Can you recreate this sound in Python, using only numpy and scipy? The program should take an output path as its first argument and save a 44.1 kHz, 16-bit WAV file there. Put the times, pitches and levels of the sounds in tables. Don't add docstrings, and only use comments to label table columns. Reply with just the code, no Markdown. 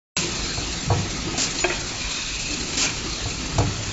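import sys
import numpy as np
from scipy import signal
from scipy.io import wavfile
from scipy.ndimage import uniform_filter1d

SR = 44100
rng = np.random.default_rng(int(sys.argv[2]) if len(sys.argv) > 2 else 0)


def put_to_file(sound):
    columns = np.atleast_2d(sound).T
    safe = np.clip(columns, -1, 1)
    whole_steps = np.round(safe * 32767)
    wavfile.write(sys.argv[1], SR, whole_steps.astype(np.int16))


def voltage_ratio(decibels):
    exponent = np.asarray(decibels, float) / 20
    return 10 ** exponent


N = 172872
T = np.arange(N) / SR
CYCLE_S = 2.682


def evened(x):
    return x / np.sqrt(np.mean(x ** 2) + 1e-20)


def curve(rows):
    return np.interp(T, *np.transpose(rows))


def wobble(size):
    return evened(uniform_filter1d(uniform_filter1d(rng.standard_normal(N), size), size))


def gate(start, hold, rise_s, t60):
    rise = np.clip((T - start) / rise_s, 0, 1)
    return rise * voltage_ratio(-60 * np.maximum(T - start - hold, 0) / t60)


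def add(mix, s, sound):
    part = mix[round(s * SR):][:len(sound)]
    part += sound[:len(part)]


def resonate(x, hz, width_hz):
    turn = np.exp(2j * np.pi * np.cumsum(hz * np.ones(len(x))) / SR)
    r = np.exp(-np.pi * width_hz / SR)
    return 2 * (turn * signal.lfilter([1 - r], [1, -r], x / turn)).real


def bands(modes, wander):
    total = np.zeros(N)
    for hz, width_hz, db in modes:
        centre = hz * (1 + wander * wobble(size=6000))
        narrow = resonate(rng.standard_normal(N), centre, width_hz)
        total += voltage_ratio(db) * evened(resonate(narrow, centre, 3.76 * width_hz))
    return evened(total)


def noise(spectrum, patchy_db, flicker_db):
    frames, hz = N // 256 + 5, np.fft.rfftfreq(1024, 1 / SR)
    a, b, patches = rng.standard_normal((frames, 513, 3)).T
    patches = evened(uniform_filter1d(uniform_filter1d(patches, size=8, axis=0), size=10, axis=1))
    flicker = evened(uniform_filter1d(rng.standard_normal(frames), size=6))
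    f, level = np.transpose(spectrum)
    shape = np.interp(np.log(np.minimum(hz, 7400) + 1), np.log(f), level, left=-60)[:, None]
    z = (a + 1j * b) * voltage_ratio(shape + patchy_db * patches + flicker_db * flicker)
    return evened(signal.istft(z, nperseg=1024, noverlap=768)[1][:N])


def ring(modes, rise_s):
    t = np.arange(SR // 2) / SR
    decay = sum(voltage_ratio(db - 60 * t / t60) * np.sin(2 * np.pi * hz * t) for hz, db, t60 in modes)
    return (1 - np.exp(-t / rise_s)) * decay


def crushed_ring(modes, crush_s, rise_s, first, splash_db, splash_hz):
    t = np.arange(1500) / SR
    crunch = rng.standard_normal(1500) * (rng.random(1500) < .1) * np.exp(-t / crush_s)
    crunch[0] = first * np.linalg.norm(crunch)
    clean = np.array([(-1) ** k * ring([mode], rise_s)[:SR // 5] for k, mode in enumerate(modes)])
    rough = signal.fftconvolve(clean, crunch[None], axes=1)
    sound = np.linalg.norm(clean, axis=1) / np.linalg.norm(rough, axis=1) @ rough
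    splash = resonate(rng.standard_normal(1500), splash_hz, 1.2 * splash_hz)
    splash = resonate(splash, splash_hz, 1.2 * splash_hz)
    sound[:1500] += voltage_ratio(splash_db) * evened(splash) * np.exp(-t / (2 * crush_s)) * np.minimum(t / 0.0063, 1)
    return np.pad(sound, (0, SR))[:SR // 2]


def knock(hz, t60):
    return ring([(hz, 0, t60), (hz * 1.07, -8, t60)], rise_s=min(1.4 / hz, .004))


def die_blows():
    # (time [s], level [dB], die level [dB], crush time [s])
    blows = [
        (.572, -22, -3, 0.0058),
        (.899, -12, -1.5, 0.009),
        (.917, -20, 4, .01),
        (0.939, -18.5, -10, .006),
    ]
    # (frequency [Hz], level [dB], t60 [s])
    frame_modes = [(97.7, 3.5, 0.15), (109, -4.5, 0.19), (154, -6, 0.16), (79.5, -14, 0.39)]
    # (frequency [Hz], level [dB], t60 [s])
    die_modes = [(288.3, -12.5, 0.24), (342.4, -12, 0.15), (412, -12.5, 0.14), (485, -8, 0.12),
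                 (614, -13.5, 0.075), (708.3, -3.5, 0.097), (833, -7.5, 0.065), (950, -5.5, 0.053),
                 (1126, -8, 0.05), (1312, -9.5, 0.043), (1550, -19.5, 0.045), (2350, -16, .04),
                 (4400, -8.5, 0.044)]
    out = np.zeros(N)
    for s, db, bright_db, crush_s in blows:
        for turn in (0, CYCLE_S):
            die = crushed_ring(die_modes, crush_s, rise_s=.0022, first=0.26, splash_db=-12.5, splash_hz=655)
            add(out, s + turn, voltage_ratio(db) * (ring(frame_modes, rise_s=.007) + voltage_ratio(bright_db) * die))
    return out


def bed_thuds():
    # (time [s], level [dB], frequency [Hz], t60 [s])
    thuds = [
        (0.875, -18.5, 136, 0.16),
        (0.955, -21, 119.5, 0.2),
        (0.986, -22.5, 175.4, 0.21),
        (1.004, -17, 130, 0.073),
        (1.03, -26, 105, 0.15),
    ]
    out = np.zeros(N)
    for s, db, hz, t60 in thuds:
        for turn in (0, CYCLE_S):
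            add(out, s + turn, voltage_ratio(db) * knock(hz, t60))
    return out


def feeder_clanks():
    # (time [s], level [dB], low-mode level [dB], crush time [s])
    clanks = [
        (1.64, -16, -1, 0.005),
        (1.646, -22, 7.5, 0.0053),
        (1.699, -26.5, 1, 0.016),
        (1.72, -33, 0.5, 0.0063),
        (1.684, -33.5, 4, .008),
    ]
    # (frequency [Hz], level [dB], t60 [s])
    feeder_modes = [(356, -0.5, 0.072), (468, -10.5, 0.043), (562, -5, 0.057), (679, -2.5, 0.034),
                    (900, 0, 0.048), (1140, -7, 0.047), (1380, -11.5, 0.035), (1621, -2, .06),
                    (1940, -7.5, 0.033), (2272, 2.5, .04), (2470, -6.5, 0.12), (2550, 4, 0.052),
                    (2750, -9.5, .03), (3205, -7, 0.051)]
    out = np.zeros(N)
    for s, db, low_db, crush_s in clanks:
        modes = [(hz, d + low_db * (hz < 1000), t60) for hz, d, t60 in feeder_modes]
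        clank = crushed_ring(modes, crush_s, rise_s=.001, first=0.83, splash_db=-5.5, splash_hz=1500)
        add(out, s, voltage_ratio(db) * clank)
    return out


def small_knocks():
    # (time [s], level [dB], frequency [Hz], t60 [s])
    knocks = [(.215, -27.5, 346.4, 0.36), (0.386, -34, 95.6, 0.29), (1.268, -19, 327, 0.12),
              (1.345, -22.5, 728, 0.064), (1.378, -23, 264, 0.19), (1.38, -23, 655, 0.053),
              (1.587, -16, 4120, 0.025), (1.59, -20, 6200, .02), (1.591, -26.5, 950, 0.032),
              (1.64, -22, 5930, 0.023), (1.642, -24, 4000, .02), (.166, -23, 2664, 0.1),
              (.168, -25.5, 1053, 0.066), (.171, -26.5, 1500, 0.053), (.18, -26, 171, 0.38),
              (1.643, -20, 555, .1), (1.642, -19.5, 640, .05), (1.644, -23, 3280, .06),
              (3.582, -24, 4400, .03), (3.583, -25.5, 2350, .04), (3.581, -28, 6000, 0.029),
              (1.724, -29, 2430, .15), (2.732, -30, 4200, .06), (2.819, -25, 2750, .08),
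              (2.867, -26, 2400, 0.12), (1.699, -19, 1940, 0.044), (1.7, -25.5, 1384, 0.09),
              (2.5, -27.5, 297, 0.23), (2.571, -29, 243, 0.25), (2.766, -25, 267.6, 0.29),
              (3.058, -23.5, 330.5, 0.14), (2.009, -31, 2400, 0.3), (3.782, -27.5, 100, 0.67)]
    out = np.zeros(N)
    for s, db, hz, t60 in knocks:
        add(out, s, voltage_ratio(db) * knock(hz, t60))
    return out


def squeak():
    start_s, length_s, hz = 1.6, 0.042, 6960
    swell = gate(start_s, 0.011, 0.006, 0.25) * np.clip((start_s + length_s - T) / .004, 0, 1)
    tone = np.sin(2 * np.pi * hz * T + .4 * wobble(size=150))
    return voltage_ratio(-22.5 + 1.7 * wobble(size=100)) * swell * tone


def valve_vents():
    # (start [s], hold [s], level [dB], release t60 [s], jet level [dB])
    vents = [
        (0.082, 0.078, -21, 0.54, -2),
        (1.374, 0.062, -22, 0.28, -1),
        (2.769, 0.086, -21, 0.14, -1.5),
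        (2.1, 0.015, -28, 0.11, -6.5),
        (0.41, 0.0057, -31, 0.12, -6),
        (3.58, 0.0078, -21.5, 0.067, -4),
        (0.53, .004, -32.5, 0.12, -5),
        (2.725, 0.018, -27, 0.18, -5.5),
        (1.586, .004, -30, .15, 0.5),
        (1.1, .005, -28, 0.14, -6),
    ]
    # (frequency [Hz], level per Hz [dB])
    rush_spectrum = [(100, -29.5), (250, -1), (500, -5.5), (1200, -8.5), (2500, -1.5), (4500, -4.5),
                     (7500, -2)]
    # (frequency [Hz], width [Hz], level [dB])
    nozzle = [(6900, 2460, 0), (4260, 900, -6.5)]
    gates = np.array([voltage_ratio(db) * gate(s, hold, .006, t60) for s, hold, db, t60, _ in vents])
    jets = voltage_ratio(np.array([row[-1] for row in vents])) @ gates
    rush = noise(rush_spectrum, patchy_db=1.3, flicker_db=.5)
    return gates.sum(0) * rush + jets * voltage_ratio(1.5 * wobble(size=120)) * bands(nozzle, wander=0.12)


def strip_rattle():
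    # (start [s], length [s], level [dB])
    rattles = [
        (0.11, 0.064, -26),
        (2.818, 0.084, -27.5),
        (2, 0.076, -39),
        (0.23, 0.0027, -33.5),
        (.232, 0.0032, -38),
        (1.435, 0.05, -38.5),
        (1.7, 0.03, -33.5),
    ]
    # (frequency [Hz], width [Hz], level [dB])
    strip_modes = [(237, 130, -5.5), (620, 40, -10), (1005, 76, -3.5), (1430, 80, -4), (1810, 29, -17),
                   (2160, 53, -18), (2400, 180, 2), (2660, 23, -3.5), (3870, 95, -8)]
    taps = (rng.random(N) < 4000 / SR) * rng.standard_normal(N)
    strip = evened(sum(voltage_ratio(db) * evened(resonate(taps, hz, w + 30)) for hz, w, db in strip_modes))
    return sum(voltage_ratio(db) * gate(s, hold, 0.0036, .07) for s, hold, db in rattles) * strip


def hall_echo(x):
    t = np.arange(SR) / SR
    tail = signal.lfilter([1], [1, -.6], rng.standard_normal(SR)) * voltage_ratio(-60 * t / 0.6) * (t > .015)
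    return signal.fftconvolve(x, tail / np.linalg.norm(tail))[:N]


def glides(rows, width_hz):
    out = np.zeros(N)
    for s, length, db, from_hz, to_hz in rows:
        u = np.arange(0, length, 1 / SR) / length
        hz = from_hz + (to_hz - from_hz) * u
        fuzz = resonate(resonate(rng.standard_normal(len(u)), hz, width_hz), hz, 2 * width_hz)
        add(out, s, voltage_ratio(db) * evened(fuzz) * np.sin(np.pi * u) ** .5)
    return out


def bush_whistles():
    # (start [s], length [s], level [dB], from [Hz], to [Hz])
    whistles = [
        (.34, 0.32, -34.5, 3900, 4420),
        (3.02, 0.25, -36.5, 4370, 3900),
        (1.96, 0.29, -38, 4000, 3560),
        (1.2, 0.068, -43, 2200, 3400),
    ]
    # (start [s], length [s], level [dB], from [Hz], to [Hz])
    whines = [
        (1.98, .65, -39, 2490, 2560),
        (2.0, 0.36, -43, 4000, 3500),
        (1.59, .06, -39.5, 6300, 4300),
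    ]
    return glides(whistles, width_hz=380) + glides(whines, width_hz=150)


def slide_hiss():
    # (time [s], level [dB])
    speed = [(.17, -36.5), (.32, -34.5), (.62, -34), (.95, -37.5), (1.33, -39), (1.5, -34), (1.75, -36),
             (2.05, -34), (2.6, -33), (2.7, -34.5), (3.0, -37), (3.28, -34.5), (3.5, -38.5), (3.92, -38)]
    # (frequency [Hz], width [Hz], level [dB])
    guides = [(2510, 260, -10), (4230, 690, -5.5), (6720, 2140, -3)]
    return voltage_ratio(curve(speed) + 2.5 + 1.8 * wobble(size=500)) * bands(guides, wander=0.02)


def gear_rumble():
    # (time [s], level [dB])
    load = [(.17, -36), (.25, -31.5), (.42, -31), (.55, -35), (.82, -32.5), (1.08, -33), (1.35, -30.5),
            (1.6, -35), (1.8, -35), (1.95, -37.5), (2.1, -42), (2.45, -42.5), (2.6, -32.5), (2.72, -34),
            (3.05, -34.5), (3.15, -35.5), (3.5, -33), (3.92, -36)]
    # (frequency [Hz], width [Hz], level [dB])
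    gears = [(160.8, 31, 0.5), (260.4, 62, -1), (343.6, 81, -1.5), (100, 14, -4), (1292, 39, -8),
             (790, 530, -4.5)]
    return voltage_ratio(curve(load) - 2.0 + 1.38 * wobble(size=600)) * bands(gears, wander=0.023)


def motor_throb():
    # (time [s], level [dB])
    throb = [(0.2, -37), (0.32, -48), (0.4, -34), (1.69, -41), (1.81, -33), (2.01, -42), (2.06, -29.5),
             (2.17, -48), (2.28, -34), (2.84, -36.5), (2.87, -48), (3.02, -34), (3.2, -39), (3.62, -31),
             (3.81, -43), (3.83, -34), (3.9, -38), (3.92, -51)]
    motor_hz = 49.3
    hum = bands([(motor_hz, 10, 0), (.78 * motor_hz, 10, -6)], wander=0.014)
    return voltage_ratio(curve(throb) - 0.5 + 0.81 * wobble(size=2500)) * hum


def hall_noise():
    # (frequency [Hz], level per Hz [dB])
    spectrum = [(12, -34), (20, -6.5), (95, -8.5), (291, -12), (330, -17.5), (392, -18), (825, -19),
                (2580, -16), (7500, -19), (9750, -58), (16500, -120)]
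    return voltage_ratio(-29) * noise(spectrum, patchy_db=2.5, flicker_db=0.67)


def scene():
    hits = die_blows() + bed_thuds() + feeder_clanks() + small_knocks() + squeak()
    near = hits + valve_vents() + strip_rattle()
    running = slide_hiss() + gear_rumble() + motor_throb() + hall_noise()
    mono = near + voltage_ratio(-15) * hall_echo(near) + bush_whistles() + running
    return np.array([mono, mono])


def thin_treble(x):
    hz, _, z = signal.stft(x, SR, nperseg=2048)
    power = uniform_filter1d(abs(z) ** 2, size=5, axis=0)
    weak = power < voltage_ratio(2 * -6) * uniform_filter1d(power, size=50, axis=0)
    gain = np.where(weak & (hz[:, None] > 2900), voltage_ratio(-10), 1)
    return signal.istft(z * gain, SR, nperseg=2048)[1][:N]


def side_noise():
    # (time [s], low edge [Hz], high edge [Hz], level [dB])
    fills = [
        (.443, 4080, 5300, -35),
        (0.444, 5630, 7000, -39),
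        (.815, 5600, 7000, -38),
        (3.833, 5600, 7000, -38.5),
    ]
    side = np.zeros(N)
    for s, low_hz, high_hz, db in fills:
        band_filter = signal.firwin(801, [low_hz, high_hz], pass_zero=False, fs=SR)
        band = signal.oaconvolve(rng.standard_normal(4096), band_filter, "same")
        burst = evened(band)[1024:3072] * signal.windows.tukey(2048, .9) ** 2
        add(side, s - 1024 / SR, voltage_ratio(db) * burst)
    return side


def low_pass(x):
    return signal.sosfilt(signal.butter(12, 8910, fs=SR, output="sos"), x)


def record(dry):
    knee = .55
    cut = thin_treble(knee * np.tanh(dry[0] / knee))
    cut = cut * np.clip((T - .1661) / .0004, 0, 1)
    edge = signal.firwin(1801, 7620, window=("kaiser", 10), fs=SR)
    mid = signal.oaconvolve(cut, edge, "same")
    side = side_noise()
    return low_pass(np.array([mid + side, mid - side]))


dry = scene()
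out = record(dry)
put_to_file(out)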